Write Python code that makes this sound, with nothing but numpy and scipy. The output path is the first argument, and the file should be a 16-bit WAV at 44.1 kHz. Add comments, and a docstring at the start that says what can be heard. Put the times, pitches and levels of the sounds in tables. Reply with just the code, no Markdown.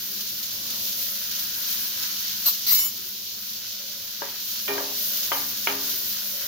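"""Butter sizzling in a pan

Butter foams in a thin round pan over a gas flame, close to a phone with two microphone ports: bubbles
burst and steam spits while a kitchen appliance hums. A steel spoon clinks down and scrapes nearby,
loud enough to make the phone turn itself down. Then a wooden spatula knocks the pan and smears the
butter over hot metal, where it flares up."""
import sys
import numpy as np
from scipy import signal
from scipy.fft import rfft, irfft, next_fast_len
from scipy.io import wavfile
from scipy.ndimage import uniform_filter1d

SR = 44100
rng = np.random.default_rng(int(sys.argv[2]) if len(sys.argv) > 2 else 0)


def master_out(mix):
    """Clip the mix to full scale and print it as 16-bit PCM to the path in sys.argv[1]."""
    frames = np.transpose(np.atleast_2d(mix))
    ceiling = np.clip(frames, -1, 1)
    pcm = np.round(ceiling * 32767).astype(np.int16)
    wavfile.write(sys.argv[1], SR, pcm)


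N = 285327
T = np.arange(N) / SR


def undb(db):
    return 10 ** (np.asarray(db) / 20)


def unit_rms(x):
    return x / np.sqrt(np.mean(x ** 2))


def highpass(x, hz):
    return signal.sosfilt(signal.butter(2, hz, "high", fs=SR, output="sos"), x)


def over_time(rows):
    """Table columns joined by straight lines in time."""
    times_s, *columns = np.transpose(rows)
    return [np.interp(T, times_s, column) for column in columns]


def over_frequency(rows, hz):
    """Table read on a log frequency axis."""
    points_hz, values = np.transpose(rows)
    return np.interp(np.log(hz + 1), np.log(points_hz), values)


def envelope(start_s, length_s, rise_s, fade_s):
    """Straight rise, hold to the end of the length, exponential fade."""
    return np.clip((T - start_s) / rise_s, 0, 1) * np.exp(-np.maximum(T - start_s - length_s, 0) / fade_s)


def ring(x, hz, t60_s):
    """One decaying mode driven by x."""
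    pole = np.exp((2j * np.pi * hz - np.log(1000) / t60_s) / SR)
    return signal.lfilter([1], [1, -pole], x).imag


def resonance(x, hz, width_hz):
    """A mode set by its bandwidth; rms 1."""
    return unit_rms(ring(x, hz, np.log(1000) / np.pi / width_hz))


def wander(rate_hz):
    """Random steps smoothed twice; spread about 1.5."""
    hold = int(SR / rate_hz)
    steps = np.repeat(rng.standard_normal(N // hold + 1), hold)
    return 2.04 * uniform_filter1d(uniform_filter1d(steps, hold), hold)[:N]


def pops(per_s, scatter_db):
    """Two streams of random impulses of uneven size."""
    hits = rng.random((2, N)) < per_s / SR
    return hits * rng.standard_normal((2, N)) * undb(scatter_db * rng.exponential(size=(2, N)))


# Port balance. Each row: frequency in Hz, left minus right in dB.
PORT_BALANCE = [(60, 7.5), (1000, 0), (3400, 2), (4500, 2), (6000, -7.5), (8200, -8), (10000, 1.5),
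                (13000, 1.5), (15500, 4.5)]
# Port coherence. Each row: frequency in Hz, left-right likeness from 0 to 1.
PORT_COHERENCE = [(60, 0.7), (130, 0.98), (290, 0.78), (640, 0), (1410, 0.1), (3100, 0.15), (6820, 0),
                  (15000, 0)]


def at_ports(pair, spectrum, lo_hz=0., hi_hz=SR):
    """Two unrelated signals become left and right with a soft-edged spectrum; their mean has rms 1."""
    size = next_fast_len(N)
    hz = np.arange(size // 2 + 1) * SR / size
    likeness = np.clip(over_frequency(PORT_COHERENCE, hz), 0, 1)
    edge_loss = np.sqrt((1 + (lo_hz / (hz + 1)) ** 8) * (1 + (hz / hi_hz) ** 8))
    gain = undb(over_frequency(spectrum, hz)) / edge_loss
    mid, side = rfft(pair, size) * gain * np.sqrt([1 + likeness, 1 - likeness])
    lean = undb(over_frequency(PORT_BALANCE, hz) / 2)
    stereo = irfft([(mid + side) * lean, (mid - side) / lean], size)[:, :N]
    return stereo / np.std(stereo.mean(axis=0))


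# Pan resonances under the foam. Each row: frequency in Hz, width in Hz, relative level in dB.
FOAM_RESONANCES = [(1289, 8.4, -4), (1508, 22, -2), (1675, 56, -2.5), (1995, 74, -5), (3085, 54, 3)]


def big_bubbles(spectrum):
    """Big bubbles burst low in the spectrum and ring the pan."""
    bursts = pops(5000, 0.96)
    pan = sum(undb(db) * resonance(bursts, hz, width_hz) for hz, width_hz, db in FOAM_RESONANCES)
    return at_ports(bursts, spectrum, hi_hz=2440) + undb(-6.5) * pan


# Strongest spits of steam. Each row: start in seconds, level in dB re fizz.
STRONG_SPITS = [(.205, 3), (.255, -10), (.505, 2), (.70, 6), (.87, -7), (1.31, 4), (1.39, 3), (1.535, -2),
                (1.665, -14), (2.025, 5), (2.055, -8), (2.11, -2), (2.27, -7), (3.565, -9), (4.51, -4),
                (4.96, -10), (5.87, -19), (5.92, -12), (6.18, 1)]


def steam_spits(spectrum):
    """Droplets spit sudden puffs of steam that die in milliseconds."""
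    rise_s, strong_fade_s, small_fade_s = 0.0043, 0.013, 0.012
    droplets = np.abs(pops(90, 0.3)[0])
    small = signal.lfilter([1], [1, -np.exp(-1 / (small_fade_s * SR))], droplets)
    strong = sum(undb(db) * envelope(s, rise_s, rise_s, strong_fade_s) for s, db in STRONG_SPITS)
    return (undb(-8) * small + strong) * at_ports(rng.standard_normal((2, N)), spectrum, lo_hz=2880)


# Settled foam. Each row: time in seconds, fizz in dB, fine and big bubbles in dB re fizz.
FOAM_LEVELS = [(0, -38, 3, -15), (.65, -36, 1, -18), (1.05, -35.5, 2, -17), (1.25, -35.5, 1.5, -12.5),
               (1.6, -35.5, 2.5, -13.5), (2.2, -35, -0.5, -13), (2.9, -34.5, 1, -19), (4.25, -35, -1, -15),
               (4.85, -34.5, -1.5, -17), (5.7, -34, .5, -16), (6.47, -35.5, 1, -14)]
# Fizz spectrum, with the ports' notch. Each row: frequency in Hz, relative density in dB.
FIZZ_SPECTRUM = [(410, -70), (700, -28), (757, -50), (947, -13.5), (1120, -20.5), (1500, -8), (2060, -9),
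                 (2500, -8.5), (2970, -6), (3300, -5.5), (4400, -2), (5500, -3), (6630, -6.5), (8400, -26),
                 (9090, -18), (13800, -4), (15200, -3), (16200, -18)]
# Butter meets fresh hot metal. Each row: start in seconds, lift of the fine bubbles in dB.
BUTTER_FLARES = [(.74, 2), (1.58, 2), (1.97, 1), (4.4, 7), (4.89, 9), (5.79, 5.5)]


def sizzle():
    """Big, middle and fine bubbles burst in their own bands and swell together with the spits."""
    rise_s, fade_s, fizz_share = 0.11, 0.44, 0.31
    flare_db = sum(db * envelope(s, rise_s, rise_s, fade_s) for s, db in BUTTER_FLARES)
    fizz_db, fine_db, big_db = over_time(FOAM_LEVELS)
    fizz_db += fizz_share * flare_db
    fine_db += (1 - fizz_share) * flare_db
    big = big_bubbles(FIZZ_SPECTRUM) * undb(big_db + wander(15))
    middle = at_ports(pops(20000, 0.23), FIZZ_SPECTRUM, lo_hz=2730, hi_hz=7750)
    middle *= undb(0.5 * wander(25.07))
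    fine = at_ports(pops(20000, 0.53), FIZZ_SPECTRUM, lo_hz=8600) * undb(fine_db + 0.5 * wander(25))
    return (big + middle + fine + steam_spits(FIZZ_SPECTRUM)) * undb(fizz_db + 0.17 * wander(9))


# Background. Each row: time in seconds, hum in dB, upper soft band in dB, lower soft band in dB.
KITCHEN_LEVELS = [(0, -55, -73, -62), (.12, -54, -65, -56.5), (.45, -54, -63.5, -66), (.99, -53, -57, -72),
                  (1.4, -55, -63, -63.5), (2.6, -55, -67, -69), (3.0, -51.5, -66, -56),
                  (3.27, -54, -61.5, -59), (3.45, -55.5, -66, -66), (3.8, -56, -51.5, -74),
                  (4.45, -54.5, -65, -68), (5.0, -54, -50.5, -77), (5.45, -50, -57, -71.5),
                  (6.0, -52, -58, -54), (6.47, -57, -50.5, -84)]
# Rumble spectrum. Each row: frequency in Hz, relative density in dB.
RUMBLE_SPECTRUM = [(15, -70), (25, -56), (45, -33), (91, -7), (166, -11), (202, -10.5), (262, -10.5),
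                   (492, -11), (560, -9.5), (750, -14.5), (1200, -12), (1560, -46), (2640, -120)]
# Mains tones. Each row: frequency in Hz, level in dB re hum.
MAINS_TONES = [(100, -6.5), (200, 0.5), (300, -9.5)]
# Rough low bands. Each row: frequency in Hz, width in Hz, level in dB re hum.
ROUGH_BANDS = [(84, 3.1, -14), (140.4, 3.2, -12), (219.8, 6.5, -5.5)]
# Soft bands, upper first. Each row: frequency in Hz, width in Hz.
SOFT_BANDS = [(569, 31), (374.6, 30)]


def appliance_hum():
    """Rumble with wavering mains tones and rough low bands; two soft bands come and go."""
    hum_db, *bands_db = over_time(KITCHEN_LEVELS)
    hum = at_ports(rng.standard_normal((2, N)), RUMBLE_SPECTRUM) * undb(-3 + 1.6 * wander(7.9))
    for hz, db in MAINS_TONES:
        level = undb(db + 0.52 * wander(5.5) + 1.8 * wander(24.11))
        hum += level * np.sin(2 * np.pi * hz * T + wander(4))
    for hz, width_hz, db in ROUGH_BANDS:
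        hum += undb(db) * resonance(rng.standard_normal(N), hz, width_hz)
    soft = sum(undb(db) * resonance(rng.standard_normal(N), hz, width_hz)
               for (hz, width_hz), db in zip(SOFT_BANDS, bands_db))
    return hum * undb(hum_db) + soft


# Steel spoon modes. Each row: frequency in Hz, scrape level in dB, T60 in seconds, strongest moment
# in seconds, spread around it in seconds, tap level in dB.
SPOON_MODES = [(1970, -21, .2, 2.72, .07, -40), (2180, -14, .18, 2.74, .06, -25),
               (2710, -21, .12, 2.72, .08, -18), (2988, -15, .4, 2.76, .06, -40),
               (3610, -20, .12, 2.76, .08, -16), (3946, -11, .12, 2.73, .04, -10),
               (4172, -15, .06, 2.72, .07, -4), (4370, -18, .08, 2.72, .09, -12),
               (4680, -23, .1, 2.7, .06, -11), (4840, -9, .13, 2.72, .06, -40),
               (5421, -13, .2, 2.77, .08, -13), (5749, -12, .15, 2.72, .08, -40),
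               (6207, -16, .15, 2.72, .08, -20), (7090, -4, .3, 2.78, .05, -22),
               (9254, -18, .2, 2.79, .07, -30), (10230, -24, .12, 2.75, .08, -26),
               (10740, -19, .12, 2.76, .09, -18), (11270, -10, .25, 2.79, .07, -16),
               (11840, -12, .2, 2.73, .08, -15), (12130, -11, .12, 2.72, .07, -11),
               (12930, -4, .1, 2.70, .13, -4), (13760, 0, .3, 2.79, .1, -6),
               (15120, -7, .1, 2.73, .08, -16), (15400, -10, .15, 2.70, .07, -30),
               (15700, -4, .3, 2.77, .08, -30)]
# Clink, scrape, light end. Each row: start and length in seconds, then tap, slide and rasp in dB.
SPOON_CONTACTS = [(2.458, 0.029, -26, -70, -27), (2.665, 0.2, -31.5, -24.5, -27.5),
                  (2.86, 0.025, -70, -70, -38)]


def spoon():
    """A gritty contact rasps and feeds the spoon's modes, each strong in turn, until a hand damps them."""
    touch_s, tap_s, lift_s, rasp_fade_s = 0.001, 0.028, 0.003, 0.014
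    strike_db, strike_fade_s, press_db_per_s = -2, 0.002, 18
    damp_from_s, damp_fade_s = 2.865, 0.037
    tap = slide = rasp = 0
    for start_s, length_s, tap_db, slide_db, rasp_db in SPOON_CONTACTS:
        strike = undb(strike_db) * envelope(start_s, touch_s, touch_s, strike_fade_s)
        tap += undb(tap_db) * (envelope(start_s, tap_s, touch_s, lift_s) + strike)
        press_db = press_db_per_s * np.clip(T - start_s, 0, length_s)
        slide += undb(slide_db + press_db) * envelope(start_s, length_s, touch_s, lift_s)
        rasp += undb(rasp_db) * envelope(start_s, length_s, touch_s, rasp_fade_s)
    span = slice(int(2.4 * SR), int(3.2 * SR))
    t = T[span]
    chatter_db = 1.2 * wander(150)[span]
    ringing = 0
    for hz, scrape_db, t60_s, peak_s, spread_s, tap_db in SPOON_MODES:
        reach = np.exp(-0.5 * ((t - peak_s) / spread_s) ** 2)
        feed = tap[span] * undb(tap_db) + slide[span] * undb(scrape_db + chatter_db) * reach
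        shared_grit = rng.standard_normal(len(t))
        grit = shared_grit + 2.3 * rng.standard_normal((2, len(t)))
        # the root keeps the level independent of the decay
        ringing += ring(grit * feed, hz, t60_s) * np.sqrt(np.log(1000) / t60_s / SR)
    sound = steel_rasp() * rasp
    sound[:, span] += ringing * np.exp(-np.maximum(t - damp_from_s, 0) / damp_fade_s)
    return sound


# Rasp spectrum. Each row: frequency in Hz, relative density in dB.
RASP_SPECTRUM = [(120, -47), (200, -11), (780, -16.5), (1150, -7.5), (1820, -17.5), (2140, -26),
                 (2440, -18), (4900, -10), (6700, -11), (7080, -10), (9680, -22), (13500, 7.5), (16200, -9)]


def steel_rasp():
    """Dense, stuttering grit of the spoon's contact."""
    return at_ports(pops(9000, 0.48), RASP_SPECTRUM) * undb(2 * wander(90))


# Pan modes. Each row: frequency in Hz, level in dB struck on the wall, level in dB struck on the
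# floor, T60 in seconds, left minus right in dB.
PAN_MODES = [(155.5, -14, -38, 0.37, 7), (273.7, -6.5, -9, 0.88, -2), (406, 0, -15.5, 0.7, 4),
             (622, -9, -21.5, 0.81, 7), (714, -19, -30, 0.29, -7), (832, -18, -11, 0.5, -11),
             (917, -14, -3.5, 0.2, 15), (1192, -12, -7.5, 0.57, 2), (1300, -15, -5, 0.14, -15),
             (1850, -2, -17, 0.29, -9), (2140, -22, -6, 0.2, 0), (2200, -33, -10, 0.19, -2),
             (2369, -4, -16, 0.2, -16), (2450, -10, -11, 0.19, 7), (2840, -6, -4, 0.1, -16),
             (3080, -7, 6, 0.081, 7), (3360, -10, -7, 0.068, 26)]
# Spatula modes. Each row: frequency in Hz, level in dB, T60 in seconds, left minus right in dB.
WOOD_MODES = [(444, 1, 0.087, -1), (552, 0, 0.2, 2), (895, -8, 0.39, 0), (977, -12, 0.21, 24.5),
              (1494, -1, 0.069, -2), (1630, 4, 0.12, 10)]


def pan_and_wood(t, place, pan_db, wood_db):
    """The modes of one blow swell in and ring out; high ones swell much faster."""
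    bloom_hz, bloom_s, contact_s = 300, 0.03, 0.0013
    modes = [(hz, pan_db + wall_db + place * (floor_db - wall_db), t60_s, lean_db)
             for hz, wall_db, floor_db, t60_s, lean_db in PAN_MODES]
    modes += [(hz, wood_db + db, t60_s, lean_db) for hz, db, t60_s, lean_db in WOOD_MODES]
    sound = np.zeros((2, len(t)))
    for k, (hz, db, t60_s, lean_db) in enumerate(modes):
        swell_s = bloom_s / max(hz / bloom_hz, 1) ** 3.7
        wave = (-1) ** k * np.exp((2j * np.pi * hz - np.log(1000) / t60_s) * t)
        wave *= 1 - np.exp(-(t / swell_s) ** 2)
        sides = undb(np.array([[lean_db], [-lean_db]]) / 2)
        port_phase_rad = hz / 1100
        sound += undb(db) * sides * [wave.imag, (wave * np.exp(1j * port_phase_rad)).imag]
    return sound * (1 - np.exp(-t / contact_s))


# Spatula blows. Each row: start in seconds, place from 0 (wall) to 1 (floor), pan, wood and crack
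# levels in dB, crack centre in Hz, crack decay in seconds, clatter in dB.
SPATULA_BLOWS = [(4.219, 0.39, -42, -31, -15.5, 910, 0.0018, -37),
                 (4.679, 0.036, -24.5, -40, -23, 2370, 0.0025, -32),
                 (4.779, 0.63, -58, -30.5, -21, 1310, 0.0013, -35.5),
                 (5.318, 1, -29, -30, -14, 1220, 0.0027, -32),
                 (5.672, 0.55, -25, -48, -12, 2280, 0.0018, -30)]


def spatula_knocks():
    """Each blow starts with a short crack, rings pan and wood, and ends in a rough clatter."""
    track = np.zeros((2, N + SR))
    t = T[:SR]
    for start_s, place, pan_db, wood_db, crack_db, crack_hz, crack_s, clatter_db in SPATULA_BLOWS:
        blow = pan_and_wood(t, place, pan_db, wood_db)
        noise = rng.standard_normal(SR) + 0.8 * rng.standard_normal((2, SR))
        noise = highpass(noise, 400)  # thin wood has no thump
        phase = 2 * np.pi * crack_hz * t
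        crack = (np.sin(phase) + 0.45 * np.sin(0.61 * phase)) * np.exp(-t / crack_s)
        blow -= undb(crack_db) * highpass(crack, 0.28 * crack_hz)
        blow += ring(noise * undb(crack_db - 6) * np.exp(-t / 0.0018), crack_hz, t60_s=0.002)
        blow += ring(noise * undb(clatter_db) * np.exp(-t / 0.078), hz=1460, t60_s=0.00088)
        start = int(start_s * SR)
        track[:, start:start + SR] += blow
    # small objects radiate no deep bass; the wooden tip is too soft for high treble
    return signal.sosfilt(signal.butter(6, [130, 3550], "band", fs=SR, output="sos"), track[:, :N])


# Drags around the knocks. Each row: start in seconds, length in seconds, level in dB.
DRAG_STROKES = [(4.696, 0.086, -34.5), (4.794, 0.12, -45.5), (5.303, 0.07, -38.5), (5.682, 0.037, -41)]
# Drag spectrum. Each row: frequency in Hz, relative density in dB.
DRAG_SPECTRUM = [(200, -20), (300, 0), (600, 3.5), (1000, 2.5), (1400, -16), (2500, -19), (3600, -35)]


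def spatula_drags():
    """Wood stutters over the pan's coating: uneven midrange grit."""
    pressure = sum(undb(db) * envelope(start_s, length_s, rise_s=0.0092, fade_s=0.019)
                   for start_s, length_s, db in DRAG_STROKES)
    return at_ports(pops(6000, 1.0), DRAG_SPECTRUM) * undb(1.7 * wander(60)) * pressure


def room(x):
    """Tiles and worktop return a short dense tail, different at each port except in the bass."""
    tail_db, t60_s, delay_s = -3.5, 0.2, 0.003
    shared_below_hz, thin_below_hz = 587, 600
    t = T[:SR // 2]
    tail = rng.standard_normal((2, len(t))) * np.exp(-np.log(1000) * t / t60_s) * (t > delay_s)
    bass = signal.butter(2, shared_below_hz, fs=SR, output="sos")
    tail[1] += signal.sosfiltfilt(bass, tail[0] - tail[1])
    tail /= np.sqrt(np.sum(tail ** 2, axis=1, keepdims=True))
    return x + undb(tail_db) * signal.fftconvolve(x, highpass(tail, thin_below_hz), axes=1)[:, :N]


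def scene():
    """Sizzle and hum throughout; the utensils sound in the room."""
    return sizzle() + appliance_hum() + room(spoon() + spatula_knocks() + spatula_drags())


def record(dry):
    """The phone turns down quickly when the sound stays loud, recovers slowly and cuts the top steeply."""
    window_s, threshold_db, cut_db_per_db, recover_db_per_s = 0.24, -26, 0.69, 1
    top_hz = 15850
    size = int(window_s * SR)
    power = uniform_filter1d(np.mean(dry, axis=0) ** 2, size, origin=(size - 1) // 2)
    target_cut_db = cut_db_per_db * np.maximum(10 * np.log10(power + 1e-12) - threshold_db, 0)
    cut_db = np.maximum.accumulate(target_cut_db + recover_db_per_s * T) - recover_db_per_s * T
    lowpass = signal.ellip(12, 0.2, 70, top_hz, fs=SR, output="sos")
    return signal.sosfilt(lowpass, dry * undb(-cut_db))


dry = scene()
out = record(dry)
master_out(out)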